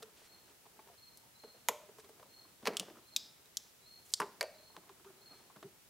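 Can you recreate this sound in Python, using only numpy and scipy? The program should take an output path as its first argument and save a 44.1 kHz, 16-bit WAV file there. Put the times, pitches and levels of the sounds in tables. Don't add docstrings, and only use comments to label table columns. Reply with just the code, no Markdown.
import sys
import numpy as np
from scipy import signal
from scipy.fft import rfft, irfft, next_fast_len
from scipy.io import wavfile
from scipy.ndimage import uniform_filter1d, map_coordinates

SR = 44100
rng = np.random.default_rng(int(sys.argv[2]) if len(sys.argv) > 2 else 0)


def log_audio(samples):
    frames = np.atleast_2d(samples).T
    limited = np.clip(frames, -1, 1)
    pcm = np.round(limited * 32767).astype(np.int16)
    wavfile.write(sys.argv[1], SR, pcm)


def boost(x):
    u = np.asarray(x, float) / 20
    return 10 ** u


N = 259749
SPAN = 16384
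CLOCK = np.arange(SPAN) / SR
HZ = np.fft.rfftfreq(SPAN, 1 / SR)

# frequency [Hz], density [dB per Hz].
HISS_COLOUR = [(12, -56), (20, -42), (38, -7.5), (131, 0), (184, -8.5), (351, -10), (690, -8), (750, -10.5),
               (1280, -11.5), (2440, -10), (12100, -12.5), (15800, -13), (15950, -70)]
# frequency [Hz], density [dB per Hz].
SIDE_HISS_COLOUR = [(12, -38), (32, -8), (108, -7), (135, -3), (184, -4.5), (465, -6.5), (634, -7.5),
                    (709, -8), (4280, -10), (15800, -11.5), (15950, -70)]

# time [s], level [dB].
RUB_PRESSURE = [(0, -68), (.2, -72.5), (.45, -67.5), (.6, -72), (.92, -70.5), (1.02, -74.5), (1.85, -69.5),
                (2.58, -71.5), (2.76, -56), (3.05, -72), (4.1, -74), (4.3, -65.5), (4.55, -71.5),
                (4.8, -70), (4.95, -69), (5.38, -68), (5.5, -69), (5.8, -73.5), (5.89, -75.5)]
# resonance [Hz], width [Hz], level [dB].
BOX_RESONANCES = [(200, 95, 0.5), (405, 113, 3.5), (575, 300, -2), (960, 290, -3.5), (1260, 82, -1.5),
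                  (1660, 760, -10)]
# frequency [Hz], density [dB per Hz].
SKIN_COLOUR = [(500, -2), (2000, 3), (4000, 1.5), (9000, -3), (15700, -25), (15950, -70)]
# frequency [Hz], density [dB per Hz].
CLOTH_COLOUR = [(2500, -12), (6000, -6), (8000, -4), (15700, -9), (15950, -70)]
# start of full level [s], hold [s], level [dB].
SKIN_SLIDES = [(.165, 0.11, -71), (.47, 0.05, -76), (2.0, 0.0035, -66), (2.045, 0.0043, -71),
               (2.815, 0.015, -70), (2.98, .004, -75), (5.35, 0.062, -75), (5.5, 0.0046, -79)]
# start of full level [s], hold [s], level [dB].
HOSE_DRAGS = [(1.896, .004, -60), (1.99, 0.0043, -78), (2.104, .004, -88), (4.906, 0.0024, -58),
              (5.064, 0.013, -58), (5.09, 0.29, -75), (5.33, 0.17, -74), (5.66, 0.0026, -54)]
# start of full level [s], hold [s], level [dB].
SLEEVE_WHISKS = [(4.066, 0.081, -63.5)]

# start [s], cavity peak [dB], cavity pitch [Hz], wall peak [dB], wall pitch [Hz].
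PLUG_TAPS = [(0.022, -46.5, 448, -49.5, 1260), (0.214, -56.5, 444, -73, 740), (0.653, -69, 740, -57, 860),
             (0.662, -62, 438, -50.5, 860), (0.082, -63, 415, -72, 900), (1.233, -80, 423, -62.5, 853),
             (2.255, -61, 590, -60, 1000), (0.883, -58, 470, -57, 985), (0.912, -62, 680, -65, 895),
             (0.79, -53.5, 415, -48, 875), (0.868, -57, 422, -57, 780), (0.895, -54, 705, -75, 1010),
             (1.4349, -46.5, 450, -51.5, 820), (1.441, -54.5, 423, -69, 796),
             (1.543, -54.5, 500, -80, 1180), (1.887, -50, 436, -73, 880), (1.983, -50, 442, -54, 1060),
             (2.039, -53.5, 395, -56, 1060), (2.09, -49.5, 418, -65, 750), (2.194, -52.5, 443, -57, 1090),
             (2.203, -57, 494.6, -65, 900), (2.225, -56.5, 614, -50.5, 1080), (2.449, -65, 332, -59, 1060),
             (2.952, -63, 333, -55, 1080), (2.968, -56.5, 334, -51, 1290), (2.983, -57, 350, -56, 1100)]
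# start [s], cavity peak [dB], cavity pitch [Hz], wall peak [dB], wall pitch [Hz].
HOSE_TAPS = [(4.697, -69, 777, -57, 915), (4.744, -68, 400, -55.5, 974), (4.763, -55, 474, -45, 960),
             (4.773, -50, 390.4, -58, 990), (4.834, -60, 200, -59, 1000), (4.995, -63, 380, -60, 1270),
             (4.892, -67, 400, -48.5, 970), (5.005, -62, 363, -66, 985), (5.045, -74, 380, -53, 920),
             (5.099, -55.5, 374, -59, 1140), (5.254, -72, 398, -65, 1270), (5.307, -69, 403, -64, 1250),
             (5.498, -65, 744, -52.5, 1010), (5.559, -53.5, 400, -52, 1266), (5.567, -57, 303, -54, 1010),
             (5.626, -45.5, 385, -48, 1100), (5.639, -49.5, 370, -64, 730)]
# start [s], cavity peak [dB], cavity pitch [Hz], wall peak [dB], chatter t60 [s].
PLUG_BLOWS = [(1.685, -37, 704, -28.5, 0.0069), (1.692, -30, 467, -54, 0.029),
              (2.627, -51.5, 408, -56, 0.046), (2.654, -42, 710, -39, 0.018), (2.664, -37, 507, -40, .04),
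              (2.669, -34, 584, -26, 0.05), (2.678, -27, 418, -42, 0.033), (2.692, -35, 460, -62, 0.022),
              (2.703, -38, 537, -52, 0.046), (2.74, -50, 457, -64, 0.024), (2.787, -51, 300, -56, 0.026),
              (2.797, -43.5, 197, -68, 0.064), (2.809, -44, 517, -55, 0.011),
              (2.826, -47.5, 416, -63, 0.024), (2.831, -52, 714, -62, 0.011),
              (2.889, -47.5, 476, -70, 0.014), (2.906, -47.5, 326, -73, 0.038),
              (4.2, -35.5, 431, -27.5, 0.035), (4.2165, -37.5, 400, -31.5, 0.084),
              (4.259, -50, 603, -53, 0.011), (4.409, -32.5, 680, -35.5, 0.022),
              (4.416, -37, 630, -47, 0.023), (4.427, -37, 623, -38, 0.028), (4.434, -33, 593, -49, 0.037)]

# (start [s], peak [dB], chatter t60 [s]).
FINGER_TICKS = [
    ([(1760, -47), (3000, -1), (5620, 4), (10400, 1), (12800, 5), (16500, -13)], [(1.1727, -41, 0.027), (1.9839, -48.5, 0.033), (2.0911, -52.5, 0.039)]),
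    ([(880, -27), (1500, -7), (2330, -16.5), (3740, -8.5), (6050, -16.5), (13000, -21.5), (15200, -28), (16500, -47)], [(.0235, -44, 0.033), (0.0275, -38.5, 0.03)]),
    ([(900, -13), (1600, 2), (2300, -7), (3600, -3.5), (5000, -13), (8000, -17), (16500, -30.5)], [(0.6614, -58, 0.02), (0.7954, -59, 0.018), (0.8744, -55, 0.018), (2.1974, -54, 0.023), (2.2283, -55, 0.031), (2.6269, -56, 0.053), (4.7656, -40, 0.01), (4.8928, -51, 0.031), (5.0459, -52, 0.021), (5.5624, -53, 0.019), (5.6271, -47, 0.026)]),
]
# [s, dB, s].
UNPLUGGING = [
    ([(1000, -9), (1540, -32), (1800, -1.5), (2240, 1), (2980, -3.5), (3280, -1.5), (4700, -12.5), (6880, -1), (8810, -10.5), (12900, -6), (15000, -14), (16500, -62)], [(1.6856, -10.5, 0.012), (1.6866, -18, 0.024)]),
    ([(1000, -6.5), (1700, 0.5), (2330, -0.5), (3600, -10.5), (4360, -4.5), (4750, -8.5), (6440, -12.5), (7150, -18), (13800, -22.5), (15600, -32), (16500, -65)], [(2.6535, -40, 0.0084), (2.6556, -28.5, 0.019), (2.6644, -29.5, 0.037), (2.6718, -17.5, 0.031), (2.7342, -42, 0.03), (2.8994, -49, 0.017)]),
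    ([(710, -48), (1200, -6.5), (1530, -18), (2100, -19), (3000, 2), (3400, 0.5), (3900, -8), (5200, -6), (7700, -7.5), (9500, -10.5), (11400, -16.5), (16000, -24), (16500, -41)], [(2.7687, -16, 0.012), (2.7715, -34.5, 0.037), (2.797, -17, 0.01), (2.7995, -30, 0.032)]),
]
# [s, dB, s].
CARRYING = [
    ([(350, -69), (600, -27.5), (2030, -26), (2470, -8.5), (2920, -14.5), (3900, 4.5), (4300, -8), (4940, -4.5), (7380, -6.5), (10400, -20), (12000, -13), (15400, -23), (16500, -53)], [(3.1627, -13, 0.0085), (3.1638, -16, 0.021), (3.4574, -53, 0.028)]),
    ([(350, -61), (600, -33), (2800, -17.5), (3170, -4), (4670, -4), (5370, 2.5), (7490, -1.5), (8480, -13.5), (11200, -8), (14600, -20), (16500, -39)], [(3.5698, -17.5, 0.018)]),
    ([(350, -58), (600, -23.5), (1670, -22.5), (2650, -23), (3260, -5), (4870, 2.5), (6340, -3.5), (7280, 1), (9880, -9), (11300, -19.5), (14000, -17), (16500, -34)], [(4.1042, -48, 0.018), (4.1358, -52, 0.012), (4.1374, -11.5, 0.017)]),
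]
# [s, dB, s].
DROPPING = [
    ([(1000, -36), (1700, 15.5), (2460, -7), (2730, 6.5), (4200, -15), (5070, 1), (6690, -6), (11200, -3.5), (15100, -33), (16500, -53)], [(4.2004, -26.5, 0.029), (4.2168, -40, 0.018)]),
    ([(880, -39), (1500, 2), (2260, 4), (2530, -7), (3590, -12), (4570, 3.5), (5530, -10.5), (8260, -13.5), (9690, -9.5), (10500, -23), (12800, -13), (16500, -51)], [(4.4094, -18.5, 0.019)]),
    ([(880, -11), (1500, -3), (3450, -11), (4480, -18), (5640, -12), (11500, -16), (15700, -36), (16500, -41)], [(4.4278, -26.5, 0.013)]),
]

# frequency [Hz], t60 [s].
SHOP_T60 = [(200, 0.17), (600, 0.34), (2000, 0.47), (5000, 0.49), (9000, 0.41), (15000, 0.24)]
# frequency [Hz], room share [dB].
SHOP_SHARE = [(200, -4.5), (600, -10), (2000, -15), (5000, -15), (9000, -19.5), (15300, -15.5),
              (15800, -70)]
# frequency [Hz], side share of the room [dB].
SHOP_WIDTH = [(200, -35), (1000, -51), (4000, -39), (12000, -31)]

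# first wing stroke [s], last stroke [dB], strokes until the loudest,
# level [dB].
CHIRPS = [(0.227, -14, 2.9, -58), (0.931, -3.5, 2.6, -57), (1.348, -1.5, 2, -58.5), (2.241, -1.5, 3, -57),
          (3.019, -9, 2.2, -58.5), (3.812, -1, 2.1, -57.5), (4.537, 4, 1.6, -60), (5.169, -0.5, 2.5, -57)]

# start [s], peak [dB], pitch [Hz], width [Hz], chatter t60 [s].
BOOMS = [(.791, -61.5, 2290, 150, .06), (1.4357, -54.5, 237, 86.4, 0.066),
         (1.6856, -24.5, 1010, 224, 0.0074), (1.692, -40.5, 340, 96, 0.03), (1.704, -46.5, 592, 45, 0.27),
         (1.79, -58, 600, 35, 0.25), (2.629, -45, 210, 120, .1), (2.675, -38, 191, 80, 0.092),
         (2.681, -37.5, 327, 100, 0.1), (2.829, -45, 560, 400, .01), (2.865, -54, 600, 300, 0.0079),
         (2.8831, -44, 377, 300, 0.0039), (3.1665, -58, 205, 120, .14), (3.169, -52, 3600, 300, .5),
         (3.172, -55, 3950, 350, .42), (3.168, -45, 4970, 500, 0.41), (3.181, -54, 5200, 280, .5),
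         (4.2008, -28.5, 1100, 250, 0.026), (4.2026, -40.5, 190, 86.5, .11), (4.204, -37, 400, 162, 0.031),
         (4.216, -30.5, 1450, 600, 0.054), (4.4105, -48, 2200, 300, .045), (4.413, -53, 4480, 200, 0.29),
         (4.416, -46, 460, 88, 0.17), (4.422, -53, 2550, 200, 0.38), (4.437, -44.5, 620, 45, 0.5),
         (4.773, -58, 200, 97, .14), (5.061, -58.5, 1280, 120, 0.24), (5.565, -51.5, 175, 110, 0.053),
         (5.643, -46, 171, 86, 0.043)]


def unit(x):
    return x / np.sqrt(np.mean(x ** 2) + 1e-20)


def along(points, hz):
    f, v = np.transpose(points)
    return np.interp(np.log(hz + 1), np.log(f + 1), v)


def curve(rows, column):
    rows = np.asarray(rows)
    return np.interp(np.arange(N) / SR, rows[:, 0], rows[:, column], left=-120, right=-120)


def swells(rows, rise_db_per_s, fade_db_per_s):
    t = np.arange(N) / SR
    gain = np.zeros(N)
    for s, hold, db in rows:
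        before = np.clip(s - t, 0, 1)
        after = np.clip(t - s - hold, 0, 1)
        gain += boost(db - rise_db_per_s * before - fade_db_per_s * after)
    return gain


def modes(peaks, f):
    total = 0
    for k, (centre, width, db) in enumerate(peaks):
        damping = 1j * f * width
        total = total + (-1) ** k * boost(db) * damping / (centre * centre - f * f + damping)
    return total


def high_pass(hz):
    return (1j * HZ / (hz + 1j * HZ)) ** 3


def causal(gain):
    ceps = irfft(np.log(gain + 1e-6))
    ceps[1:SPAN // 2] *= 2
    ceps[SPAN // 2 + 1:] = 0
    return np.exp(rfft(ceps))


def noise(response):
    m = next_fast_len(N)
    colour = response(np.fft.rfftfreq(m, 1 / SR))
    return unit(irfft(rfft(rng.standard_normal(m)) * colour, m)[:N])


def wobble(rate):
    knots = rng.standard_normal(int(N * rate / SR) + 4)
    return map_coordinates(knots, [np.arange(N) * rate / SR])


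def struck(response, t60, blow, rise):
    chatter = rng.standard_normal(SPAN) * boost(-60 * CLOCK / max(t60, .002))
    chatter *= 1 - np.exp(-CLOCK / max(rise, 1e-5))
    chatter[0] += blow
    chatter = rfft(chatter)
    even = causal(np.sqrt(np.abs(uniform_filter1d(np.abs(chatter) ** 2, size=90))))
    ring = irfft(chatter / even * response)
    return ring / np.abs(ring).max()


def add(out, s, x):
    hz, t, z = signal.stft(rng.standard_normal((2, SPAN)), SR, nperseg=256)
    t60 = along(SHOP_T60, hz)[:, None]
    decay = boost(along(SHOP_SHARE, hz)[:, None] - 60 * t / t60)
    z = z * decay / np.sqrt(t60 * SR / np.log(1e6))
    z[1] *= boost(along(SHOP_WIDTH, hz))[:, None]
    tail = signal.istft(z, SR, nperseg=256)[1][:, :SPAN]
    tail[0, :200] = 0
    tail[:, 0] = 1, boost(-85)
    start = round((s + .0005) * SR)
    out[:, start:][:, :2 * SPAN - 1] += signal.fftconvolve(x[None], tail, axes=1)


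def hiss():
    level_db = -66
    mid = boost(level_db - 1) * noise(lambda f: boost(along(HISS_COLOUR, f)))
    side = boost(level_db - 1.5) * noise(lambda f: boost(along(SIDE_HISS_COLOUR, f)))
    return np.array([mid, side])


def rubbing():
    box = noise(lambda f: modes(BOX_RESONANCES, f)) * boost(2.5 * wobble(35))
    hose = noise(lambda f: modes([(390.0, 46, 0)], f) ** 2)
    skin = noise(lambda f: boost(along(SKIN_COLOUR, f))) * boost(0.91 * wobble(44))
    cloth = noise(lambda f: boost(along(CLOTH_COLOUR, f))) * boost(4.7 * wobble(72))
    out = boost(curve(RUB_PRESSURE, column=1)) * unit(box)
    out += swells(SLEEVE_WHISKS, rise_db_per_s=141, fade_db_per_s=820) * unit(cloth)
    out += swells(HOSE_DRAGS, rise_db_per_s=1400, fade_db_per_s=580) * hose
    out += boost(5.0) * swells(SKIN_SLIDES, rise_db_per_s=950, fade_db_per_s=1500) * unit(skin)
    return out


def knocks(out_len):
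    out = np.zeros((2, out_len))
    soft_s, hard_s = 0.0017, 0.00015
    top_wall_hz = 948
    contacts = [(*row, 0.031, soft_s) for row in PLUG_TAPS]
    contacts += [(*row, 0.027, soft_s) for row in HOSE_TAPS]
    contacts += [(*row[:4], top_wall_hz, row[4], hard_s) for row in PLUG_BLOWS]
    for s, db, cavity_hz, wall_db, wall_hz, t60, rise in contacts:
        cavity = modes([(cavity_hz, 50, 0), (410, 70, -10), (610, 80, -12)], HZ) * high_pass(87)
        wall = modes([(wall_hz, 250, 0), (1.34 * wall_hz, 400, -10)], HZ)
        wall = wall * modes([(wall_hz, 1200, 0)], HZ)
        air = boost(db) * struck(cavity, t60, blow=6 * hard_s / rise, rise=2 * rise)
        plastic = boost(wall_db - 0.5) * struck(wall, t60, blow=hard_s / rise, rise=rise)
        add(out, s, air + plastic)
    return out


def snaps(out_len):
    out = np.zeros((2, out_len))
    for colour, contacts in FINGER_TICKS + UNPLUGGING + CARRYING + DROPPING:
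        body = causal(boost(along(colour, HZ))) * high_pass(colour[0][0])
        for s, db, t60 in contacts:
            add(out, s, boost(db) * struck(body, t60, blow=4.23, rise=0.0001))
    return out


def cricket(count=4):
    stroke_every_s, stroke_s, rise_s, stroke_t60_s = .044, 0.04, 0.0039, 0.29
    grows_db, fades_db = 2.3, 2
    wing_hz, flat_hz, sag_hz_per_s = 4345, 65, 5800
    echo_db, echo_side_db, echo_t60_s = 3.5, -28, 0.49
    out = np.zeros((2, N + 2 * SPAN))
    t = np.arange(SR // 10) / SR
    flutter = boost(1.9 * wobble(110))
    stroke = (1 - np.exp(-t / rise_s)) * boost(-60 * t / stroke_t60_s)
    stroke *= np.clip((stroke_s - t) / 0.0047, 0, 1)
    for s, last_db, loudest, db in CHIRPS:
        start = round(s * SR)
        dry = np.zeros(SPAN)
        for k in range(count):
            off_db = grows_db * max(loudest - k, 0) ** 2 + fades_db * max(k - loudest, 0)
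            off_db -= last_db * (k == count - 1)
            sag_hz = sag_hz_per_s * min((k + .5) / 2.5, 1) ** 2 * t
            hz = wing_hz - flat_hz * max(2.2 - k, 0) ** 2 - sag_hz + rng.normal(0, 15)
            tone = np.sin(2 * np.pi * np.cumsum(hz) / SR)
            dry[round(k * stroke_every_s * SR):][:len(t)] += boost(db - off_db) * stroke * tone
        dry *= flutter[start:][:SPAN]
        tail = rng.standard_normal((2, SPAN)) * boost(-60 * CLOCK / echo_t60_s)
        tail *= boost(np.array([[echo_db], [echo_side_db]])) / np.linalg.norm(tail[0])
        tail[0, 0] = 1
        out[:, start:][:, :2 * SPAN - 1] += signal.fftconvolve(dry[None], tail, axes=1)
    return out[:, :N]


def booms(out_len):
    out = np.zeros((2, out_len))
    for s, db, hz, width_hz, t60 in BOOMS:
        body = modes([(hz, width_hz, 0)], HZ) * modes([(hz, 4 * width_hz, 0)], HZ) * high_pass(134)
        add(out, s, boost(db) * struck(body, t60, blow=0.27, rise=0.00053))
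    return out


def scene():
    room_for_tails = N + 2 * SPAN
    contacts = knocks(room_for_tails) + snaps(room_for_tails) + booms(room_for_tails)
    mid, side = contacts[:, :N] + cricket() + hiss()
    mid = mid + rubbing()
    return np.array([mid + side, mid - side])


def low_pass(x):
    return signal.sosfilt(signal.butter(12, 16840, fs=SR, output="sos"), x)


def record(dry):
    top_hz = 16780
    m = next_fast_len(N)
    passed = np.fft.rfftfreq(m, 1 / SR) < top_hz
    band = irfft(rfft(dry, m) * passed, m)[:, :N]
    return low_pass(band)


dry = scene()
out = record(dry)
log_audio(out)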